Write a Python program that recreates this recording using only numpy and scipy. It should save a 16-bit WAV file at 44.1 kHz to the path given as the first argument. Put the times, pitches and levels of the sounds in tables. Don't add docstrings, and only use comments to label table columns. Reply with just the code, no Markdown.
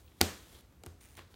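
import sys
import numpy as np
from scipy import signal
from scipy.fft import rfft, irfft
from scipy.io import wavfile
from scipy.ndimage import uniform_filter1d

SR = 44100
rng = np.random.default_rng(int(sys.argv[2]) if len(sys.argv) > 2 else 0)


def pcm_store(signal):
    levels = np.round(np.clip(np.atleast_2d(signal), -1, 1) * 32767)
    wavfile.write(sys.argv[1], SR, levels.astype(np.int16).T)


N = 59535
T = np.arange(N) / SR

# (frequency [Hz], relative level [dB])
RUMBLE_COLOUR = [(25, -3.5), (45, -3.5), (62, 5), (85, 3), (120, -7), (300, -14), (600, -20.5), (1500, -27),
                 (5000, -35.5), (15000, -38)]
RUMBLE_DB = -59
# (lowest frequency [Hz], highest frequency [Hz], level [dB], fade time [s])
ROOM_BANDS = [(132.5, 493, -9.5, .42), (510, 1040, -9, 0.36), (1000, 2000, -7.5, 0.5),
              (2000, 4420, -8.5, 0.47), (4000, 6600, -9, 0.44), (6000, 8900, -9.5, 0.45),
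              (9510, 15000, -14, 0.44)]
ROOM_DELAY_S = .006
# (start [s], length [s], start pitch [Hz], end pitch [Hz], arch of pitch [Hz], level [dB])
WHISTLES = [(.01, 0.14, 14100, 14600, -700, -80), (0.043, .04, 15750, 15600, -5, -68),
            (0.153, 0.094, 13300, 12700, 2, -75), (.505, 0.034, 13700, 12600, 148, -73),
            (.71, .085, 13050, 12650, 547, -79)]
WHISTLE_WAVER_HZ = 169
# (time [s], half length [s], frequency [Hz], level [dB])
SQUEAKS = [(0.081, 0.0044, 3170, -63), (0.553, .008, 3380, -61), (1.3425, .002, 3630, -58)]
SQUEAK_WIDTH = 0.085
# (time [s], level [dB])
SLIDE = [(0, -62), (.03, -71.5), (.13, -70.5), (.19, -67), (.22, -62), (.42, -61.5), (.50, -59.5),
         (.555, -56.5), (.612, -62), (.625, -92), (.70, -92.5), (1.29, -89.5), (1.312, -64), (1.35, -69)]
# (frequency [Hz], relative level [dB])
SLIDE_COLOUR = [(70, 16), (140, 1.5), (330, 8.5), (600, 1.5), (1500, -2), (2700, -4), (3400, 2), (5000, -5),
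                (9000, -5), (13000, -6), (16000, -9.5)]
# (time [s], level [dB], slip rate [slips per s])
JUDDER = [(1.004, -70, 230), (1.01, -60.5, 230), (1.033, -60, 220), (1.082, -64, 170), (1.141, -65, 130),
          (1.161, -77, 130), (1.17, -51, 120), (1.181, -74.5, 320), (1.23, -76, 67), (1.25, -90, 200)]
# (frequency [Hz], relative level [dB])
JUDDER_COLOUR = [(200, 3.5), (800, -5), (2100, 4), (4500, -3.5), (7000, 1), (8300, -3), (9200, 7),
                 (10400, -5), (15500, -2.5)]
SLIP_DECAY, SLIP_JITTER = 0.78, 0.28
# (time [s], level [dB])
SCUFF = [(1.163, -107), (1.172, -62), (1.18, -54), (1.188, -52), (1.196, -54), (1.203, -61), (1.225, -64.5),
         (1.24, -95.5)]
# (frequency [Hz], relative level [dB])
SCUFF_COLOUR = [(88, -12.5), (150, -10.5), (371, -17), (545, -9), (900, -7.5), (1070, -7.5), (3210, -9.5),
                (5100, -22), (15000, -26)]
# (frequency [Hz], relative level [dB], fade time [s])
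HUB_TEETH = [(4460, -7.5, 0.012), (4706, 1, 0.0067), (8550, -3.5, 0.011), (11070, -4, 0.011),
             (11700, -2.5, 0.0059), (15040, -7.5, .005)]
HUB_S, TOOTH_GAP_S = .2126, .0002
HUB_DB, HUB_SCATTER_DB = 3, -0.5
# (time [s], plastic push [dB], treble edge [Hz], tray push [dB], table push [dB])
CONTACTS = [(.120, -49, 4800, -52, -53), (.2080, -18, 3750, -19.5, -29), (.2102, -15, 11900, -20, -23.5),
            (0.2122, -9, 18300, -17, -15), (0.2132, -1, 13600, 1, -2.5), (.2160, -10.5, 8600, -17.5, -38),
            (.2180, -17, 4180, -19, -27), (.725, -54.5, 8220, -40.5, -51), (.8362, -30.5, 12200, -37, -45),
            (.8380, -35, 981, -24.5, -44.5), (.8625, -27, 13800, -28.5, -26.5),
            (.8655, -50, 3960, -25, -39.5), (0.868, -38, 4000, -31, -14), (1.012, -40, 14800, -47, -45),
            (1.153, -38, 13100, -48, -52.5), (1.178, -39.5, 5000, -30, -44),
            (1.1922, -29.5, 4280, -29, -25), (1.3415, -44, 6070, -34.5, -39)]
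# (frequency [Hz], relative level [dB], fade time [s])
PLASTIC = [(771, -4, 0.012), (1165, -11.5, 0.025), (1438, -5, 0.016), (1870, -8, 0.0039),
           (2284, -3.5, 0.014), (2794, -9.5, .015), (3137, -4.5, .014), (3617, -11, 0.029),
           (3860, -10.5, 0.01), (6030, -11, .003), (7160, -3.5, .005), (9040, -6.5, 0.0021),
           (12100, -3.5, 0.0011), (15300, -7.5, 0.003)]
# (frequency [Hz], relative level [dB], fade time [s])
TRAY = [(201.1, -4.5, 0.12), (252.3, 0.5, .09), (342.4, -0.5, 0.078), (439.7, -5.5, 0.088),
        (545, -15, 0.26), (681.6, -14, .2), (766, -15, 0.15), (856, -17, 0.081)]
TABLE_HZ, TABLE_T60_S = 86, 0.24
CRACK_S, CRACK_DB = .0014, 9.5
PLASTIC_DB, BARE_DB = -2, -7.5
SCATTER_DB = -3
LOW_CUT_HZ, TOP_HZ = 48, 16000


def undb(db):
    return 10 ** (np.asarray(db) / 20)


def unit(x):
    return x / np.sqrt(np.sum(x ** 2))


def level(x):
    return unit(x) * np.sqrt(N)


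def convolve(x, response):
    return signal.fftconvolve(x, response)[:N]


def cut(x, hz, kind, order):
    sos = signal.butter(order, min(hz, SR / 2 - 20), kind, fs=SR, output="sos")
    return signal.sosfilt(sos, x)


def colour(x, points):
    hz, db = np.array(points).T
    size = 2 * N
    log_hz = np.log(np.fft.rfftfreq(size, 1 / SR) + 1)
    gain_db = np.interp(log_hz, np.log(hz), db)
    cepstrum = irfft(np.log(undb(gain_db)))
    cepstrum[1:N] *= 2
    cepstrum[N + 1:] = 0
    response = np.exp(rfft(cepstrum))
    return level(irfft(rfft(x, size) * response)[:N])


def fade(t60):
    return np.exp(-np.log(1000) * T / t60)


def ring(modes):
    total = np.zeros(N)
    for hz, db, t60 in modes:
        tone = np.cos(2 * np.pi * hz * T) * fade(t60)
        total += undb(db) * unit(tone)
    return unit(total)


def swell(curve):
    rows = np.array(curve)
    return undb(np.interp(T, rows[:, 0], rows[:, 1], left=-np.inf, right=-200))


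def grit(spread_db):
    clicks = rng.standard_normal(N)
    size_db = spread_db * np.minimum(rng.exponential(size=N), 5)
    return clicks * undb(size_db)


def wander(size):
    return level(uniform_filter1d(rng.standard_normal(N), size=size))


def rumble():
    return undb(RUMBLE_DB) * colour(rng.standard_normal(N), RUMBLE_COLOUR)


def room(x):
    out = np.zeros(N)
    for low_hz, high_hz, db, t60 in ROOM_BANDS:
        band = signal.butter(3, [low_hz, min(high_hz, SR / 2 - 20)], "band", fs=SR, output="sos")
        build_up = np.clip(T / ROOM_DELAY_S - 1, 0, 1)
        tail = unit(fade(t60) * build_up)
        energy = np.abs(convolve(signal.sosfilt(band, x) ** 2, tail ** 2))
        wash = unit(signal.sosfilt(band, rng.standard_normal(N)))
        out += undb(db) * np.sqrt(energy * N) * wash
    return out


def whistles():
    out = np.zeros(N)
    for start_s, length_s, start_hz, end_hz, arch_hz, db in WHISTLES:
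        progress = np.clip((T - start_s) / length_s, 0, 1)
        arch = np.sin(np.pi * progress)
        hz = start_hz + (end_hz - start_hz) * progress + arch_hz * arch
        hz = hz + WHISTLE_WAVER_HZ * wander(size=40)
        out += undb(db) * arch * np.sin(2 * np.pi * np.cumsum(hz) / SR)
    return out


def squeaks():
    out = np.zeros(N)
    for time_s, half_s, hz, db in SQUEAKS:
        band = cut(grit(spread_db=2), hz * (1 + SQUEAK_WIDTH), "low", order=6)
        band = cut(band, hz * (1 - SQUEAK_WIDTH), "high", order=6)
        bump = np.exp(-((T - time_s) / half_s) ** 2)
        out += undb(db) * bump * level(band)
    return out


def slide():
    return swell(SLIDE) * colour(grit(spread_db=4), SLIDE_COLOUR)


def judder():
    time_s, _, rate = np.array(JUDDER).T
    slip_rate = np.interp(T, time_s, rate) * (1 + SLIP_JITTER * wander(size=250))
    phase = np.cumsum(slip_rate) / SR % 1
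    slips = grit(spread_db=4.5) * np.exp(-phase / SLIP_DECAY)
    return swell(JUDDER) * colour(slips, JUDDER_COLOUR)


def scuff():
    return swell(SCUFF) * colour(grit(spread_db=4), SCUFF_COLOUR)


def hub():
    teeth = np.zeros(N)
    for k, (hz, db, t60) in enumerate(HUB_TEETH[::-1]):
        start = int((HUB_S + k * TOOTH_GAP_S) * SR)
        teeth += undb(db) * np.roll(ring([(hz, 0, t60)]), start)
    click = signal.unit_impulse(N, int(HUB_S * SR))
    return undb(HUB_DB) * unit(teeth), undb(HUB_SCATTER_DB) * click


def contacts():
    sharp, tray, table = np.zeros((3, N))
    push = signal.unit_impulse(N)
    for time_s, db, edge_hz, tray_db, table_db in CONTACTS:
        at = int(time_s * SR)
        crumble = unit(rng.standard_normal(N) * np.exp(-T / CRACK_S))
        crack = cut(push + undb(CRACK_DB) * crumble, edge_hz, "low", order=3)
        sharp[at:] += undb(db) * unit(crack)[:N - at]
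        tray[at] += undb(tray_db)
        table[at] += undb(table_db)
    sharp = cut(sharp, 230, "high", order=2)
    plastic = undb(PLASTIC_DB) * convolve(sharp, ring(PLASTIC)) + undb(BARE_DB) * sharp
    table_ring = ring([(TABLE_HZ, 0, TABLE_T60_S)])
    body = convolve(tray, ring(TRAY)) + convolve(table, table_ring)
    return plastic + body, undb(SCATTER_DB) * sharp + .5 * plastic + body


def scene():
    snap_and_taps = np.array(contacts()) + np.array(hub())
    fingers = slide() + judder() + scuff() + squeaks()
    direct, thrown = snap_and_taps + fingers
    background = rumble()
    return (direct + whistles() + room(thrown) + background)[None]


def record(dry):
    thin = cut(dry, LOW_CUT_HZ, "high", order=3)
    return signal.sosfilt(signal.ellip(8, .2, 70, TOP_HZ, fs=SR, output="sos"), thin)


dry = scene()
out = record(dry)
pcm_store(out)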